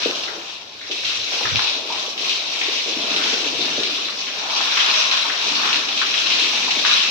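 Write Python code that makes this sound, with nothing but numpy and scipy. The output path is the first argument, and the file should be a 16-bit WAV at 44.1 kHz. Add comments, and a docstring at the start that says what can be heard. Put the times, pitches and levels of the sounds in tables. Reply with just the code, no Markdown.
"""Hose jet on a concrete wall

A hose jet sweeps over a concrete wall and up into the roof boards of a small bare room.
Random impacts, filtered by drop size, give the hiss of fine spray and the splash and drumming of thick water.
Decaying noise makes torn sheets, slugs and stray drops; rising tones make trapped air.
Low filtered noise makes the room's background and gusts of draught, mostly on the right microphone port.
"""
import sys
import numpy as np
from scipy import signal
from scipy.fft import rfft, irfft
from scipy.io import wavfile
from scipy.ndimage import uniform_filter1d, minimum_filter1d

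SR = 44100
rng = np.random.default_rng(int(sys.argv[2]) if len(sys.argv) > 2 else 0)


def generate_wav(sig):
    """Save sig (samples, or channels by samples) to the path in sys.argv[1] as 16-bit PCM at SR."""
    pcm = np.round(np.clip(np.atleast_2d(sig).T, -1, 1) * 32767).astype(np.int16)
    wavfile.write(sys.argv[1], SR, pcm)


N = 313110
TIME = np.arange(N) / SR


def amp(db):
    """Decibel law: 20 dB for each factor of ten in amplitude."""
    return 10 ** (np.asarray(db) / 20)


def evened(x):
    """Power normalization: the mean of the two channels gets unit power."""
    return x / np.sqrt(np.mean(x.mean(0) ** 2) + 1e-20)


def read(points, hz):
    """Interpolation of a spectrum along a logarithmic frequency axis."""
    f, value = np.transpose(points)
    return np.interp(np.log(hz + 1), np.log(f), value)


def follow(rows):
    """Linear interpolation in time: the columns of a curve table at every sample."""
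    s, *columns = np.transpose(rows)
    return [np.interp(TIME, s, c) for c in columns]


def add(mix, s, sound):
    """Superposition: a stereo sound is summed into the mix from a given time."""
    part = mix[:, max(round(s * SR), 0):][:, :sound.shape[1]]
    part += sound[:, :part.shape[1]]


def wander(hz):
    """Low-pass random fluctuation of unit spread, slow up to about a given rate."""
    f = np.fft.rfftfreq(N, 1 / SR)
    slow = irfft(rfft(rng.standard_normal(N)) / (1 + (f / hz) ** 4), N)
    return slow / slow.std()


def clumps(per_s, fade_s, size=N):
    """Shot noise: clumps land suddenly at random and scatter exponentially; zero mean, unit spread."""
    # one extra second lets the fluctuation settle before it is used
    landings = rng.random(size + SR) < per_s / SR
    flow = signal.lfilter([1], [1, -np.exp(-1 / (fade_s * SR))], landings)[SR:]
    return (flow - flow.mean()) / flow.std()


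def shape(x, gain):
    """Minimum-phase filtering: a causal response with a given gain against frequency."""
    size = 4096
    hz = abs(np.fft.fftfreq(size, 1 / SR))
    log_gain = np.log(np.maximum(gain(hz), 1e-5))
    # the Hilbert transform of the log gain supplies the phase
    spectrum = np.exp(np.conj(signal.hilbert(log_gain)))
    taps = np.fft.ifft(spectrum).real[:size // 2]
    return signal.oaconvolve(x, taps[None], axes=1)[:, :x.shape[1]]


def colour(x, points):
    """Spectral shaping at unit power, with a steep fall above the last point."""
    last_hz = points[-1][0]
    return evened(shape(x, lambda hz: amp(read(points, hz)) / (1 + (hz / last_hz) ** 16)))


def shelf(x, kind, edge_hz, db):
    """Shelving: the "low" or "high" side of a sound is raised or lowered by a level or a curve."""
    sections = signal.butter(3, edge_hz, kind, fs=SR, output="sos")
    side = signal.sosfiltfilt(sections, x)
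    return x + side * (amp(db) - 1)


# likeness of the two ports: frequency_hz, coherence (0 to 1)
PORT_COHERENCE = [(60, 0.84), (270, 0.94), (450, 0.79), (740, 0.53), (1220, 0.004), (2000, 0.0051)]
# level of the left port above the right: frequency_hz, difference_db
PORT_DIFFERENCE = [(80, 0), (200, 3), (550, 1.5), (800, 1), (1700, 3), (2600, 3), (3600, 4.5), (5000, 1.6),
                   (6700, -1), (8500, 9), (11800, 10), (14800, 0)]


def ports(x):
    """Coherence between close ports: long waves are largely shared, and the left hears more treble."""
    hz = np.fft.rfftfreq(x.shape[1], 1 / SR)
    angle = np.arcsin(np.clip(read(PORT_COHERENCE, hz), -1, 1)) / 2
    z = rfft(x)
    z = np.cos(angle) * z + np.sin(angle) * z[::-1]
    return irfft(z * amp(np.outer([.5, -.5], read(PORT_DIFFERENCE, hz))), x.shape[1])


# reverberation of the bare room: frequency_hz, t60_s
ROOM_DECAY = [(200, 0.37), (1000, 0.77), (4000, 0.22), (12000, 0.72)]


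def room(x, wet_db):
    """Diffuse reverberation: three dense decays trade weights once a second, so the echoes keep changing."""
    size = 20000
    out = x.copy()
    for k in range(3):
        hz, t, z = signal.stft(rng.standard_normal((2, size)), SR, nperseg=256)
        decay = amp(-60 * t / read(ROOM_DECAY, hz)[:, None])
        tail = signal.istft(z * decay, SR, nperseg=256)[1]
        tail = tail / np.linalg.norm(tail[0])
        weight = np.sqrt(2 / 3) * np.cos(2 * np.pi * (TIME + k / 3))
        out += amp(wet_db) * signal.oaconvolve(x * weight, tail, axes=1)[:, :N]
    return out


def drops(per_s, spread_db):
    """Random impulses of very unequal size, each reaching the two ports a little apart in time."""
    chance, size, side = rng.random(N), rng.exponential(1, N), rng.uniform(-1, 1, N)
    at = np.flatnonzero(chance < per_s / SR)
    push = (amp(spread_db * np.minimum(size, 5)) * rng.choice([-1, 1], N))[at]
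    lag = np.round(20 * side[at]).astype(int)  # samples
    first = np.bincount(at, push, N)
    second = np.bincount((at + lag) % N, push * rng.choice([-1, 1], N)[at], N)
    return np.array([first, second])


def patter(sizes, per_s, spread_db, clump_db, clumps_per_s, fade_s):
    """Size-dependent excitation: each drop size clumps in its own band, so the colour keeps shifting."""
    def share(hz, centre):
        bands_away = np.log((hz + 1) / centre) / np.log(sizes[1] / sizes[0])
        return 1 / (1 + (bands_away * 2) ** 4)

    out = np.zeros((2, N))
    for centre in sizes:
        hits = drops(per_s, spread_db) * amp(clump_db * clumps(clumps_per_s, fade_s))
        # the power shares of all the bands add up to one
        out += shape(hits, lambda hz: np.sqrt(share(hz, centre) / sum(share(hz, c) for c in sizes)))
    return out


def bunching(rows, lull_db, lull_s):
    """Bunching of a jet in flight: the level (dB) sinks in a short lull ahead of each slug."""
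    return -lull_db * sum((TIME < s) * np.exp(-abs(TIME - s) / lull_s) for s, *_ in rows)


def thick_flow():
    """Inertia of thick water: the jet level without its quickest changes, in dB above the usual."""
    usual_db, sluggish_s = -25, 0.11
    return uniform_filter1d(follow(JET)[0], round(sluggish_s * SR), mode="nearest") - usual_db


# surfaces under the jet, from the near wall over the roof edge, boards and beams and back to the wall:
# reached_s (middle of the crossing), crossing_s, splash_db, drumming_db, drumming_depth_db, coarse_spray_db
SURFACE_ROWS = [(0.0, .1, 0.5, 3, -3.5, -3), (0.45, 0.13, -1.5, -9, -1, 2.5),
                (0.87, 0.26, -5, -2.5, -6, -0.5), (1.32, 0.049, -2.5, 2.5, -5, 0),
                (2.05, 0.2, -5.8, 0, -3.5, -1), (2.95, 0.18, -1, 5.5, 1.5, -0.5),
                (3.95, 0.34, -2, -2.5, 1.5, 0.5), (4.36, 0.15, 5.5, 3, -0.5, -3.5),
                (4.55, 0.7, 2, -2.5, -1.5, 2.5), (5.38, 0.23, 1, 1, 4, 1.5), (5.8, .13, -1, -1.5, 2.5, 1.5),
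                (6.3, .13, -1.5, 1.5, 3.5, 1), (6.9, 0.18, -2, -3.5, 5.5, 2.5)]


def surface():
    """Surface response: splash, drumming, depth and coarseness (dB) blend from each surface to the next."""
    reached, crossing, *columns = np.transpose(SURFACE_ROWS)
    arrived = np.clip((TIME - reached[1:, None]) / crossing[1:, None] + .5, 0, 1)
    return [c[0] + np.diff(c) @ arrived for c in columns]


def gulp(hz, cycles, climb):
    """Bubble resonance: trapped air rings briefly and rises in pitch as it nears the surface."""
    t = TIME[:SR // 10]
    # the ring decays by 1/e, and the pitch climbs by its share, in each run of so many cycles
    age = t * hz / cycles
    ring = np.sin(2 * np.pi * hz * t * (1 + climb * age / 2)) * np.sqrt(age) * np.exp(-age)
    return ring / abs(ring).max()


def slug(t60, crack_db, crack_s):
    """Two-stage decay: a short crack, then a ragged run of splats; returns the noise and its fall."""
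    t = TIME[:SR // 2]
    fall = amp(crack_db) * np.exp(-t / crack_s) + np.exp(-np.log(1000) * t / max(t60, .01))
    splats = amp(2.2 * np.minimum(clumps(per_s=260, fade_s=.003, size=len(t)), 2))
    return ports(rng.standard_normal((2, len(t))) * splats), fall / fall[0]


def blows(rows, push_db, crack_db, crack_s):
    """Impulse and cavity resonance: a sharp push, then scatter, through air trapped against the wall."""
    out = np.zeros((2, N))
    for s, db, centre_hz, t60, q in rows:
        def cavity(hz):
            return 1 / (1 + (q * (hz / centre_hz - centre_hz / (hz + 1))) ** 4)
        noise, fall = slug(t60, crack_db, crack_s)
        force = noise * fall
        force[:, 0] += amp(push_db)
        scatter_level = shape(noise, cavity).mean(0).std()
        add(out, s, amp(db) * shape(force, cavity) / scatter_level)
    return out


# relative spectrum of the room noise: frequency_hz, level_db
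BACKGROUND_COLOUR = [(20, -15), (50, 0), (75, 9), (100, 9), (130, 7.5), (200, 7.5), (500, 10.5),
                     (1500, -1.5), (8000, -51)]


def background():
    """Stationary noise: the low, steady sound of the room."""
    return amp(-54.5) * colour(ports(rng.standard_normal((2, N))), BACKGROUND_COLOUR)


# relative spectrum of the draught: frequency_hz, level_db
TURBULENCE_COLOUR = [(20, -18), (50, -9), (78, -8), (103, 2), (135, -3.5), (190, -7.5), (300, -22),
                     (700, -55)]
# puffs of air: start_s, length_s, peak_db (before the gains of the two ports)
PUFFS = [(1.02, 0.16, -51), (1.156, 0.14, -50), (1.44, .23, -39), (1.52, 0.077, -32), (3.49, .22, -53),
         (3.72, .25, -62)]


def draught():
    """Turbulent pressure noise, mostly on the right port; each gust swells and dies in one arch."""
    skew = 0.59  # under 1, a gust rises faster than it falls
    gusts = np.zeros(N)
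    for s, length, db in PUFFS:
        progress = np.clip((TIME - s) / length, 0, 1)
        gusts += amp(db) * np.sin(np.pi * progress ** skew)
    turbulence = colour(rng.standard_normal((2, N)), TURBULENCE_COLOUR)
    return gusts * turbulence * amp([[-16], [2]])


# large bubbles bursting in the running film, a hollow double knock:
# start_s, peak_db (before the echo), pitch_hz (at the start)
BUBBLE_KNOCKS = [(1.903, -26, 880), (1.916, -30, 980)]


def bubbles():
    """Bubble resonance: each large bubble gives a nearly pitched knock with a short echo."""
    out = np.zeros((2, N))
    for s, db, hz in BUBBLE_KNOCKS:
        knock = gulp(hz, cycles=5.5, climb=.025)
        add(out, s, amp(db) * np.tile(knock, (2, 1)))
    return room(out, wet_db=-4)


# stray drops striking close to the microphone: start_s, peak_db, fade_ms (time to fall to 1/e)
NEAR_DROPS = [(0.022, -11, .5), (0.0594, -16, .3), (0.111, -15, .3), (1.5578, -5.5, 1.6), (1.5934, -11, .4),
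              (3.1635, -9, .4), (3.2422, -8, .4), (3.8342, -11.5, .5), (5.7297, -4.5, .7),
              (5.744, -5.5, .6), (5.758, -8, 1), (6.3929, -10, .4), (6.857, -7, .6), (6.9137, -9, .3)]


def ticks():
    """Transient noise: a near drop is one dry click that fades within milliseconds."""
    out = np.zeros((2, N))
    t = TIME[:SR // 20]
    for s, db, fade_ms in NEAR_DROPS:
        noise = rng.standard_normal((2, len(t))) * np.exp(-1000 * t / fade_ms)
        click = colour(ports(noise), SPRAY_SPECTRUM)
        click = shelf(click, "high", 4500, -14)
        add(out, s, amp(db) * click / abs(click.mean(0)).max())
    return out


# heavy lumps of water: start_s, level_db (of the scatter, at its start), centre_hz, t60_s, sharpness_q
LUMPS = [(0.057, -21.5, 375, 0.34, 0.9), (0.897, -32.5, 402, 0.35, 0.99), (1.41, -29.5, 516, .3, 0.47),
         (2.206, -39, 380, 0.44, 0.94), (2.68, -30.5, 420, 0.29, 1.25), (2.86, -28, 394, .5, 1.07),
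         (2.966, -31, 315, .4, 1), (3.325, -31, 350, 0.77, 0.99), (3.59, -25, 360, 0.22, 1.34),
         (3.78, -30, 360, 0.54, 0.8), (4.88, -32.5, 406, .3, .9), (5.44, -40, 298, .5, 0.75),
         (6.416, -35, 340, 0.46, 1)]


def thuds():
    """Low cavity resonance: heavy lumps of water thud on the surface."""
    return blows(LUMPS, push_db=17, crack_db=-5, crack_s=.012)


# slugs of water: start_s, level_db (of the scatter, at its start), centre_hz, t60_s, sharpness_q
SLUGS = [(0.279, -32, 1600, 0.47, 1.5), (0.813, -36.5, 1900, 0.84, 1.8), (1.035, -35, 1850, 1, 0.83),
         (1.109, -36, 1420, 0.57, 1.2), (1.321, -35.5, 864, 0.8, 0.91), (1.453, -23.5, 1530, 0.49, 1.4),
         (1.59, -25.5, 1310, 0.33, 0.87), (1.899, -32.5, 900, 0.8, 2.2), (2.613, -23, 2550, 1.1, 1.3),
         (3.645, -41, 1800, .5, 0.96), (3.976, -32.5, 1270, 0.26, 1.7), (4.085, -27, 1780, 0.33, 0.67),
         (4.268, -32.5, 1900, 0.54, 1.5), (4.606, -25, 1150, 0.17, 0.84), (4.77, -25, 1930, .7, 1.3),
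         (4.879, -24.5, 1130, 0.25, 1.6), (5.119, -28, 1260, 0.92, 1.25), (5.251, -28, 1040, 0.43, 2.3),
         (5.297, -23.5, 1760, .3, 1.5), (5.634, -24, 1290, 1.1, 1), (6.014, -23.5, 1440, 0.44, 1.35),
         (6.143, -31, 1850, .35, 1.1), (6.259, -31, 1390, .3, 0.91), (6.53, -33.5, 850, 1.1, 1.9),
         (6.68, -27, 890, 0.45, 1.8), (6.8495, -19, 1440, 0.42, 1.14)]


def slaps():
    """Middle-range cavity resonance: single slugs of water slap the wall."""
    return blows(SLUGS, push_db=16, crack_db=-5, crack_s=.005)


def pockets(per_s, spread_db):
    """Random bubble collapse: air pockets driven into the water film each give a short, rising gulp."""
    low_hz, high_hz = 246.3, 655
    out = np.zeros((2, N))
    for when, size, strength, side in rng.random((round(per_s * N / SR), 4)):
        ring = gulp(low_hz * (high_hz / low_hz) ** size, cycles=3.5, climb=0.057)
        gains = [np.cos(2 * np.pi * side), np.sin(2 * np.pi * side)]
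        add(out, when * N / SR, amp(spread_db * strength) * np.outer(gains, ring))
    return out


# relative spectrum of the drumming: frequency_hz, level_db
DRUM_SPECTRUM = [(65, -53), (110, -22.5), (162, -6), (209, -2.5), (281, 2.5), (330, 0.5), (398, 3),
                 (433, 3.5), (506, 0), (700, 1.5), (910, -14.5), (1540, -120)]


def drumming():
    """Forced surface response: the jet's core beats an uneven, gurgling roll set by each surface."""
    _, surface_db, deep_db, _ = surface()
    # 0.075 dB of drumming for each dB of flow
    level_db = -42.5 + 0.075 * thick_flow() + surface_db
    hits = drops(per_s=1200, spread_db=1.2) * amp(.7 * clumps(per_s=45, fade_s=0.025))
    roll = colour(ports(room(hits, wet_db=0.0)), DRUM_SPECTRUM)
    gulps = evened(ports(room(pockets(per_s=80, spread_db=7), wet_db=-7)))
    roll = shelf(roll + amp(-5.5) * gulps, "low", 323, deep_db)
    return amp(level_db + bunching(LUMPS, lull_db=5, lull_s=0.017)) * roll


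# relative spectrum of the splash: frequency_hz, level_db
SPLASH_SPECTRUM = [(320, -38), (550, -6.5), (593, -3), (906, 1.5), (1070, 4), (1790, 1), (1960, -8),
                   (2200, -2), (2860, -6.5), (4840, -120)]
# larger drops, from large to fine: band_centre_hz
SPLASH_BANDS = [620, 850, 1170, 1600]


def splash():
    """Impact noise of larger drops: a weak flow or a film of running water gurgles lower."""
    flow_db = thick_flow()
    # 0.93 dB of splash for each dB of flow
    level_db = -34.5 + 0.93 * flow_db + surface()[0]
    film_at_s, film_half_s, film_peak_db = 2.33, 0.75, 5
    film_db = film_peak_db * np.exp(-((TIME - film_at_s) / film_half_s) ** 2)
    hits = patter(SPLASH_BANDS, per_s=1600, spread_db=2.5, clump_db=2.0, clumps_per_s=71, fade_s=0.037)
    water = colour(ports(room(hits, wet_db=0.5)), SPLASH_SPECTRUM)
    water = shelf(water, "low", 1010, film_db - 0.37 * flow_db)
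    return amp(level_db + bunching(SLUGS, lull_db=1, lull_s=0.27)) * water


# sheets of water bursting into spray: start_s, level_db (at the start, before the treble cut), t60_s
SHEETS = [(0.03, -19.5, 0.3), (0.15, -23.5, .12), (0.235, -23.5, 0.32), (0.9125, -20.5, 0.4),
          (1.046, -20, 0.92), (1.328, -25, .25), (1.4325, -20, .1), (1.565, -19, 0.85),
          (1.6721, -19.5, 0.43), (1.874, -27, .16), (1.925, -23, 0.47), (2.177, -26, 0.34),
          (2.294, -16.5, 0.51), (3.162, -27, 0.24), (3.236, -20, 1), (3.576, -25, .3), (3.8351, -18.5, 0.4),
          (4.188, -26, 0.22), (4.795, -20, 0.66), (4.938, -19, 0.33), (5.113, -16, 0.35), (5.17, -16, 0.22),
          (5.733, -16, 0.49), (5.887, -21, 0.28), (5.975, -17, 0.8), (6.14, -17, 0.29), (6.263, -21, 0.4),
          (6.301, -16.5, 0.71), (6.391, -15, 0.34), (6.707, -17, 0.27), (6.8495, -18, 0.41)]


def bursts():
    """Decaying noise: a sheet of water tears on the wall with a spit, duller than the spray."""
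    out = np.zeros((2, N))
    for s, db, t60 in SHEETS:
        noise, fall = slug(t60, crack_db=-5, crack_s=.003)
        add(out, s, amp(db) * fall * colour(noise, SPRAY_SPECTRUM))
    return shelf(out, "high", 4550, -8)


# force of the sweeping jet, as the level of its fine spray before lulls and shelves:
# time_s, level_db (points joined by straight lines)
JET = [(0, -24.5), (0.06, -25.5), (0.22, -29), (0.44, -36), (0.52, -35), (0.66, -42.5), (0.8, -41),
       (0.86, -37.5), (0.92, -31), (1.02, -28.5), (1.1, -24.5), (1.22, -29), (1.34, -23.7), (1.7, -25.5),
       (1.82, -31.5), (2.0, -26.5), (2.1, -29.5), (2.16, -34), (2.22, -24), (2.32, -25), (2.44, -28.5),
       (2.66, -24.5), (2.86, -25), (3.06, -26), (3.14, -22.5), (3.28, -21.5), (3.54, -26), (3.64, -24.5),
       (3.88, -26), (4.02, -27.5), (4.14, -31.5), (4.21, -28.5), (4.32, -30.5), (4.37, -28.5), (4.48, -28),
       (4.54, -24.5), (4.76, -20.5), (4.98, -19.5), (5.08, -21), (5.3, -25.5), (5.47, -24), (5.7, -22),
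       (5.86, -26.5), (6.06, -23.5), (6.35, -20.5), (6.55, -22), (6.68, -23), (6.83, -22), (6.88, -19),
       (6.95, -18), (7.1, -22.5)]
# relative spectrum of the spray: frequency_hz, level_db
SPRAY_SPECTRUM = [(1120, -38), (1900, -13.5), (2000, -12.5), (2570, -1.5), (3030, -3), (3940, 0.5),
                  (4590, -5.5), (5850, -6), (6510, -15.5), (8330, -31.5), (9400, -48), (12200, -70),
                  (20700, -120)]
# relative spectrum of the mist: frequency_hz, level_db
MIST_SPECTRUM = [(5590, -41), (9500, -24), (10000, 1), (10900, -2.5), (11900, 5.5), (12800, 0), (14800, 4),
                 (15500, 6)]
# fine drops, from large to fine: band_centre_hz
SPRAY_BANDS = [2200, 2650, 3200, 3850, 4650, 5600, 6750, 8100]


def spray():
    """Superposed random impacts: thousands of fine drops a second hiss, with a faint mist above them."""
    level_db = follow(JET)[0] + bunching(SHEETS, lull_db=1.5, lull_s=0.02)
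    hits = patter(SPRAY_BANDS, per_s=2900, spread_db=1.0, clump_db=1.38, clumps_per_s=60, fade_s=0.027)
    # the whole spray flutters a little as the jet breaks up
    hits = hits * amp(.7 * clumps(per_s=90, fade_s=.007))
    hiss = colour(ports(room(hits, wet_db=-7.5)), SPRAY_SPECTRUM)
    # a heavier flow makes larger drops, so the treble swells less than the rest
    hiss = shelf(hiss, "high", 4200, -.1 * (level_db - level_db.mean()))
    # some surfaces break the jet into coarser drops than others
    hiss = shelf(hiss, "low", 3000, surface()[3])
    mist = colour(ports(rng.standard_normal((2, N))), MIST_SPECTRUM) * amp(1.2 * wander(16))
    return amp(level_db) * hiss + amp(0.77 * level_db - 40.0) * mist


def scene():
    """Linear superposition of the room, the draught and all the water."""
    surroundings = background() + draught()
    single_events = bubbles() + ticks() + thuds() + slaps() + bursts()
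    continuous_water = drumming() + splash() + spray()
    return surroundings + single_events + continuous_water


def record(dry):
    """Peak limiting and band limiting: brief gain dips hold the tallest peaks, then a low-pass."""
    ceiling, window = .92, SR // 400
    edge_hz = 15650
    needed = np.minimum(1, ceiling / (abs(dry).max(0) + 1e-9))
    limited = dry * uniform_filter1d(minimum_filter1d(needed, 2 * window), window)
    low_pass = signal.firwin(511, edge_hz, window=("kaiser", 9), fs=SR)
    return signal.oaconvolve(limited, low_pass[None], "same")


dry = scene()
out = record(dry)
generate_wav(out)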